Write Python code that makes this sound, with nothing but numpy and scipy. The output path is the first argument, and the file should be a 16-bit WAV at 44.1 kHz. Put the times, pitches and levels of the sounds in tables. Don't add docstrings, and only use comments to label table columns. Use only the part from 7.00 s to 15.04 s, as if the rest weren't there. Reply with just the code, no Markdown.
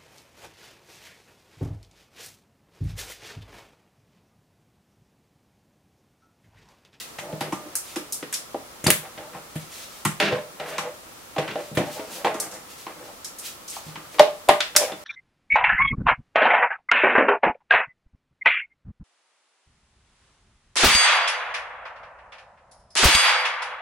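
import sys
import numpy as np
from scipy import signal
from scipy.fft import rfft, irfft
from scipy.io import wavfile
from scipy.ndimage import uniform_filter1d

SR = 44100
rng = np.random.default_rng(int(sys.argv[2]) if len(sys.argv) > 2 else 0)


def dump(signal):
    limited = np.clip(np.atleast_2d(signal).T, -1, 1)
    pcm = np.round(limited * 32767).astype(np.int16)
    wavfile.write(sys.argv[1], SR, pcm)


N = 354559


def knocks(walls):
    # start in seconds, ring peak in dB, ring centre in Hz, thud in dB
    # against the ring, thud centre in Hz, crack in dB against the ring, damping factor of jaw and mat.
    blows = [(0.186, -30.5, 670, -10, 134, 6.5, 1.9), (0.326, -29.5, 495, 3, 148, -6, 0.84),
             (0.409, -19.5, 740, -3, 206, -6, 0.8), (0.524, -20, 835, 1, 233, -3.5, 0.99),
             (0.962, -31, 855, 9, 334, -2, 0.6), (1.227, -35.5, 487, 10, 298, 10, 1.1),
             (1.545, -20, 690, 0, 400, -17, 1.56), (1.84, -30.5, 520, 8.5, 194, -8, 1.1),
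             (1.865, -20, 840, 9.5, 147, 9, 1.4), (1.88, -18.5, 440, 8.5, 408, 1, 2.06),
             (1.902, -23, 580, 3, 250, -7, 3.3), (2.177, -40.5, 640, 1, 153, 10, 1),
             (2.348, -31, 780, -8, 156, -5, 0.59), (2.556, -32, 610, 11.5, 168, -8, 1.4),
             (3.053, -16, 944, -1, 173, 4.5, 0.77), (3.201, -18.5, 680, -5, 367, 9, 1.7),
             (3.225, -33.5, 506, 15, 330, 22, 0.98), (3.324, -16, 526, -8.5, 156, -9, 0.92),
             (3.599, -26.5, 595, -14, 151, 3.5, 1.4), (3.783, -19.5, 900, -17, 191, 4.5, 1.2),
             (4.363, -21.5, 700, -1, 443, -4.5, 1.0), (4.382, -16, 533, -8, 156, 0.5, 1.6),
             (4.478, -31.5, 1070, -8, 118, 9, 1), (4.556, -17.5, 600, -12, 313, -9, 1.6),
             (4.713, -36.5, 530, 5, 151, -9, 0.31), (4.772, -15, 517, 3, 165, 3, 1.2),
             (4.994, -34, 595, 7, 380, 4, 1.3), (5.246, -9.5, 780, -10.5, 340, -3, 0.83),
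             (5.269, -9.5, 730, -28, 326, -13, 1.7), (5.345, -26, 880, 2, 300, -4, 0.67),
             (5.867, -25, 870, -7, 306, -3, 1.3), (6.766, -27.5, 810, -27, 371, -18, 1.2),
             (6.864, -50, 533, 17, 156, -4, 0.85), (6.957, -33, 860, -3, 216, 9.5, 0.69),
             (7.145, -34, 446, -9, 300, 0.5, 0.57), (7.185, -21.5, 880, -31, 223, 1, 0.71),
             (7.196, 4.5, 734, -12.5, 378, -20, 1.9), (7.482, -18.5, 716, -22, 375, -31, 0.99),
             (7.49, 3, 796, -15.5, 356, -8, 1.57), (7.752, -22.5, 670, -8, 330, 7, 0.14),
             (7.92, -28.5, 720, -1, 303, 5, 0.8)]
    crack_hz = 2100
    inside_s, hollow_db = 7.16, 13.5
    out, t = np.zeros((2, N)), np.arange(int(.3 * SR)) / SR

    def plastic(x):
        return band(x, 850, 3120) + 0.43 * band(x, 0.85 * crack_hz, 0.995 * crack_hz)

    for start, db, hz, thud_db, thud_hz, crack_db, damping in blows:
        length = 1 / max(damping, .4)
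        shell = ring(t, hz, octaves=0.44, length=length, hollow_db=hollow_db * (start > inside_s))
        thud = ring(t, thud_hz, octaves=0.92, length=0.91 * length)
        body = unit(shell) + undb(thud_db) * unit(thud)
        add(out, start, room(walls, undb(db) * body, wet_db=-4))
        add(out, start, undb(db + crack_db) * contact(walls, plastic, t60=0.057, wet_db=1.27))
    return out


def ring(t, centre_hz, octaves, length, hollow_db=0):
    # pitch in Hz, relative level in dB, and seconds to fall 60 dB,
    # which length then scales.
    modes = [(87, -4, 0.12), (118.6, -3, 0.12), (156, -1, 0.26), (199, -3.5, 0.14), (245, 1, 0.04),
             (306.3, 2, 0.1), (317.5, -3.5, 0.13), (353.7, 3, 0.083), (428, -8, 0.27), (493, -3.5, 0.15),
             (537, 0, 0.04), (595, -6, 0.32), (636.7, -7.5, 0.21), (677, -8, 0.1), (788.3, 1.5, 0.099),
             (869.7, -2, 0.1), (944, 5.5, 0.053), (1070, 8, 0.085), (1200, 3.5, 0.31), (1353, 13, 0.13)]
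    hollow_hz, hollow_octaves = 600, 0.14
    hz, db, t60 = np.transpose(modes)[:, :, None]
    db = db - 10 * (np.log2(hz / centre_hz) / octaves) ** 2
    db = db + 1.5 * rng.standard_normal(hz.shape)
    db = db + hollow_db * np.exp(-(np.log2(hz / hollow_hz) / hollow_octaves) ** 2)
    sign = rng.choice([-1, 1], hz.shape)
    audible = db[:, 0] > db.max() - 45
    hz, db, t60, sign = (column[audible] for column in (hz, db, t60, sign))
    attack = sign * np.minimum(t * hz, 1)
    return np.sum(undb(db) * attack * fade(t, t60 * length) * np.sin(2 * np.pi * hz * t), axis=0)


def claws(walls):
    # start in seconds, dry peak in dB, centre in Hz,
    # gain of the low band in dB.
    clicks = [(0.187, -34.5, 6100, 5), (0.408, -18, 4850, 6), (0.7543, -8.5, 8700, -4.5),
              (0.524, -28, 6000, 3), (0.9596, -19.5, 5300, 6), (1.124, -12.5, 9200, -45),
              (1.131, -18, 9100, -35), (1.3271, -16, 7800, 4.5), (1.3398, -11.5, 5600, -32),
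              (1.8419, -16.5, 7100, 5), (1.8682, -4, 4600, -5), (1.9035, 5, 10830, 5),
              (2.5556, -31, 9100, 9.5), (3.051, -9.5, 8240, 1), (3.201, -12.5, 4570, 11.5),
              (3.737, -44, 4710, 16), (3.7816, -19.5, 5970, -8), (4.384, -36, 5840, 1),
              (4.75, -30, 10900, 8.5), (4.773, -20, 5740, 5.5), (5.247, -32, 7500, -1),
              (5.341, -32, 6580, -20), (5.4002, -11, 8740, -35), (5.512, -35, 6000, -24),
              (5.5386, -32, 7050, -25), (6.246, -19.5, 5700, -6), (6.386, -24.5, 9200, -30),
              (6.679, -29, 6170, -20), (6.6997, -21.5, 8550, -21), (7.195, 0, 5170, 17.5),
              (7.4875, -6.5, 7400, 12.5), (7.6052, -7, 5500, 39), (7.763, 9, 5430, -2)]
    out = np.zeros((2, N))
    for start, db, hz, low_db in clicks:
        def tile(x):
            tick = 0.68 * band(x, 0.893 * hz, 1.063 * hz) + band(x, 0.58 * hz, 1.41 * hz)
            return tick + 0.85 * band(x, 5040, 11200) + undb(low_db) * band(x, 1230, 4280)

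        wet_db = -1 - 0.4152 * db
        add(out, start, undb(db) * contact(walls, tile, t60=0.032, wet_db=wet_db))
    return out


def contact(walls, colour, t60, wet_db):
    t = np.arange(1024) / SR
    touches = rng.standard_normal(len(t)) * (rng.random(len(t)) < .15) * fade(t, t60)
    touches[0] = 1.97
    click = unit(colour(touches))
    blur = colour(signal.unit_impulse(len(t)))
    blur *= np.sqrt(np.sum(click ** 2) / np.sum(blur ** 2))
    return room(walls, click, wet_db, send=blur)


def drags(walls):
    # start in seconds, hold in seconds, shell level in dB,
    # then grit and rumble, both in dB against the shell.
    pulls = [(0.218, 0.15, -41.5, -11, -5.5), (0.433, 0.03, -38.5, -4, 0), (0.592, 0.12, -51, -3, -0.5),
             (2.037, 0.025, -45.5, -0.5, -22), (2.193, 0.059, -40, -10.5, -9.5),
             (2.336, 0.033, -42.5, -2.5, -5), (3.214, 0.071, -33.5, 6.5, 2),
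             (3.315, 0.045, -26.5, -9.5, -13), (3.603, 0.18, -38, -2.5, -13),
             (3.817, 0.056, -33.5, -9.5, -14), (4.401, 0.039, -32, -7.5, -6.5), (4.489, 0.03, -48, 12, 7),
             (4.578, 0.02, -32, -10.5, -7.5), (4.789, 0.034, -31, -8, 1.5), (4.86, 0.049, -37.5, -9, -6),
             (4.966, 0.062, -36.5, -11, -18), (5.073, 0.1, -49, -1, -0.5), (5.187, 0.027, -43.5, -3, -15),
             (5.257, 0.023, -25, -9, -11), (5.312, 0.15, -42.5, -0.5, -6.5), (5.524, 0.04, -44, -2.5, -7),
             (5.886, 0.018, -47, 2.5, -6), (5.972, 0.14, -48, -5, -4), (6.89, 0.17, -61, 8, -6),
             (7.799, 0.044, -26, -10, -26), (7.882, 0.024, -40, -2.5, -26)]
    out, t = np.zeros((2, N)), np.arange(int(.25 * SR)) / SR
    for start, hold, db, grit_db, rumble_db in pulls:
        begin, gain = stroke(start, hold, rise_db_s=1197, fall_db_s=260)
        size = len(gain)
        slips = rng.standard_normal((2, size)) * flutter(size, rate_hz=70, depth_db=2.5)
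        shell = signal.fftconvolve(slips[0], ring(t, centre_hz=601, octaves=0.55, length=0.85))[:size]
        rumble = signal.fftconvolve(slips[1], ring(t, centre_hz=267, octaves=1, length=1))[:size]
        grit_hz = 2080 * 2 ** ((db + grit_db + 37.5) / 25)
        grit = rubbing(size, grit_hz, lowest_hz=900, focus_db=12, rate_hz=90, depth_db=3.5)
        scrape = level(shell, 0) + level(rumble, rumble_db) + undb(grit_db) * grit
        add(out, begin, room(walls, gain * undb(db) * scrape, wet_db=-5.5))
    return out


def brushes(walls):
    # start in seconds, hold in seconds, level in dB, # centre in Hz (each sweep
    sweeps = [(0.0, 0.0038, -36.5, 6240), (0.094, 0.01, -55, 6000), (0.855, 0.075, -46.5, 6800),
              (2.614, 0.0091, -48, 6300), (2.722, 0.12, -44, 6170), (2.906, 0.1, -50.5, 6800),
              (3.686, 0.011, -43, 7140), (4.591, 0.074, -50.5, 6300), (4.861, 0.02, -47, 6200),
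              (4.921, 0.039, -42, 7400), (5.019, 0.099, -51, 7000), (5.124, 0.045, -40, 8400),
              (5.702, 0.022, -47.5, 7300), (5.789, 0.023, -47, 7900), (6.049, 0.013, -52, 6500),
              (6.26, 0.04, -65, 6000), (6.456, 0.0055, -34.5, 8800), (6.732, 0.035, -41, 7400),
              (6.862, 0.022, -48.5, 6430), (7.135, 0.012, -47.5, 7000), (7.787, 0.045, -38, 4970)]
    out = np.zeros((2, N))
    for start, hold, db, hz in sweeps:
        begin, gain = stroke(start, hold, rise_db_s=451, fall_db_s=267)
        rustle = rubbing(len(gain), hz, lowest_hz=2830, focus_db=1.9, rate_hz=54, depth_db=0.49)
        add(out, begin, room(walls, gain * undb(db) * rustle, wet_db=0.095))
    return out


def stroke(start, hold, rise_db_s, fall_db_s):
    begin = max(start - 40 / rise_db_s, 0)
    t = np.arange(begin, start + hold + 40 / fall_db_s, 1 / SR)
    slopes_db = np.minimum(rise_db_s * (t - start), fall_db_s * (start + hold - t))
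    return begin, undb(np.minimum(0, slopes_db))


def rubbing(size, centre_hz, lowest_hz, focus_db, rate_hz, depth_db):
    sound = 0
    for hz in lowest_hz * 2 ** np.arange(0, 3, .5):
        noise = level(band(rng.standard_normal(size), hz / 1.89, hz * 1.11), 0)
        weight = undb(-focus_db * np.log2(hz / centre_hz) ** 2)
        sound = sound + weight * noise * flutter(size, rate_hz, depth_db)
    return sound / np.sqrt(uniform_filter1d(sound ** 2, 2048))


def flutter(size, rate_hz, depth_db):
    step = int(SR / rate_hz)
    jumps = np.repeat(rng.standard_normal(size // step + 1), step)[:size]
    return undb(depth_db * uniform_filter1d(jumps, step))


def pings(walls):
    # start in seconds, dry peak in dB.
    taps = [(7.6051, -22.5), (7.764, -29), (7.9219, -38)]
    ping_hz = 3534
    out, t = np.zeros((2, N)), np.arange(int(.3 * SR)) / SR
    tone = fade(t, t60=0.094) * np.sin(2 * np.pi * ping_hz * t)
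    for start, db in taps:
        add(out, start, room(walls, undb(db) * tone, wet_db=-1.3))
    return out


def reflections():
    noise = wide_noise(4 * SR, split_hz=1070, side_db=-8, treble_side_db=-3)
    dull = signal.sosfilt(signal.butter(2, 5000, fs=SR, output="sos"), noise)
    return dull, noise - dull


def room(walls, direct, wet_db, send=None):
    build_up_s, wall_echo_s = 0.0032, 0.0125
    t = np.arange(int(.4 * SR)) / SR
    place = rng.integers(3 * SR)
    dull, treble = (part[:, place:place + len(t)] for part in walls)
    tail = dull * fade(t, t60=0.3) + treble * fade(t, t60=0.28)
    tail *= np.clip(t / build_up_s, 0, 1)
    tail *= 1 + 0.38 * np.exp(-((t - wall_echo_s) / 0.0011) ** 2)
    tail *= undb(wet_db) / np.sqrt(np.sum(tail ** 2) / 2)
    sound = signal.fftconvolve((direct if send is None else send)[None], tail, axes=1)
    sound[:, :len(direct)] += direct
    return sound


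def hiss():
    # frequency in Hz, relative level in dB.
    spectrum = [(15, -34), (25, -1), (170, 0), (363, 2.5), (416, -1.5), (489, 3.5), (677, 0.5), (1230, 0),
                (1330, 3), (1440, -4), (2610, -7), (9840, -10.5), (16000, -14.5)]
    hz, db = np.transpose(spectrum)
    bins_hz = np.maximum(np.fft.rfftfreq(N, 1 / SR), 1)
    colour = undb(np.interp(np.log(bins_hz), np.log(hz), db))
    noise = wide_noise(N, split_hz=510, side_db=-4, treble_side_db=-7.5)
    return level(irfft(rfft(noise) * colour, N), db=-44)


def wide_noise(size, split_hz, side_db, treble_side_db):
    mid, side = rng.standard_normal((2, size))
    treble = signal.sosfilt(signal.butter(2, split_hz, "high", fs=SR, output="sos"), side)
    side = undb(side_db) * side + undb(treble_side_db) * treble
    return np.array([mid + side, mid - side]) / np.sqrt(2)


def undb(db):
    return 10 ** (np.asarray(db) / 20)


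def unit(x):
    return x / np.max(np.abs(x))


def level(x, db):
    return x * undb(db) / np.sqrt(np.mean(x ** 2))


def band(x, lo_hz, hi_hz):
    return signal.sosfilt(signal.butter(2, [lo_hz, min(hi_hz, .45 * SR)], "band", fs=SR, output="sos"), x)


def fade(t, t60):
    return np.exp(-np.log(1000) * t / t60)


def add(out, start_s, sound):
    i = int(start_s * SR)
    sound = sound[:, :N - i]
    out[:, i:i + sound.shape[1]] += sound


def scene():
    walls = reflections()
    return knocks(walls) + claws(walls) + drags(walls) + brushes(walls) + pings(walls) + hiss()


def record(dry):
    bottom_hz, top_hz = 30, 15700
    thin = signal.sosfilt(signal.butter(1, bottom_hz, "high", fs=SR, output="sos"), dry)
    return signal.sosfilt(signal.ellip(8, .2, 70, top_hz, fs=SR, output="sos"), np.clip(thin, -1, 1))


dry = scene()
out = record(dry)
dump(out)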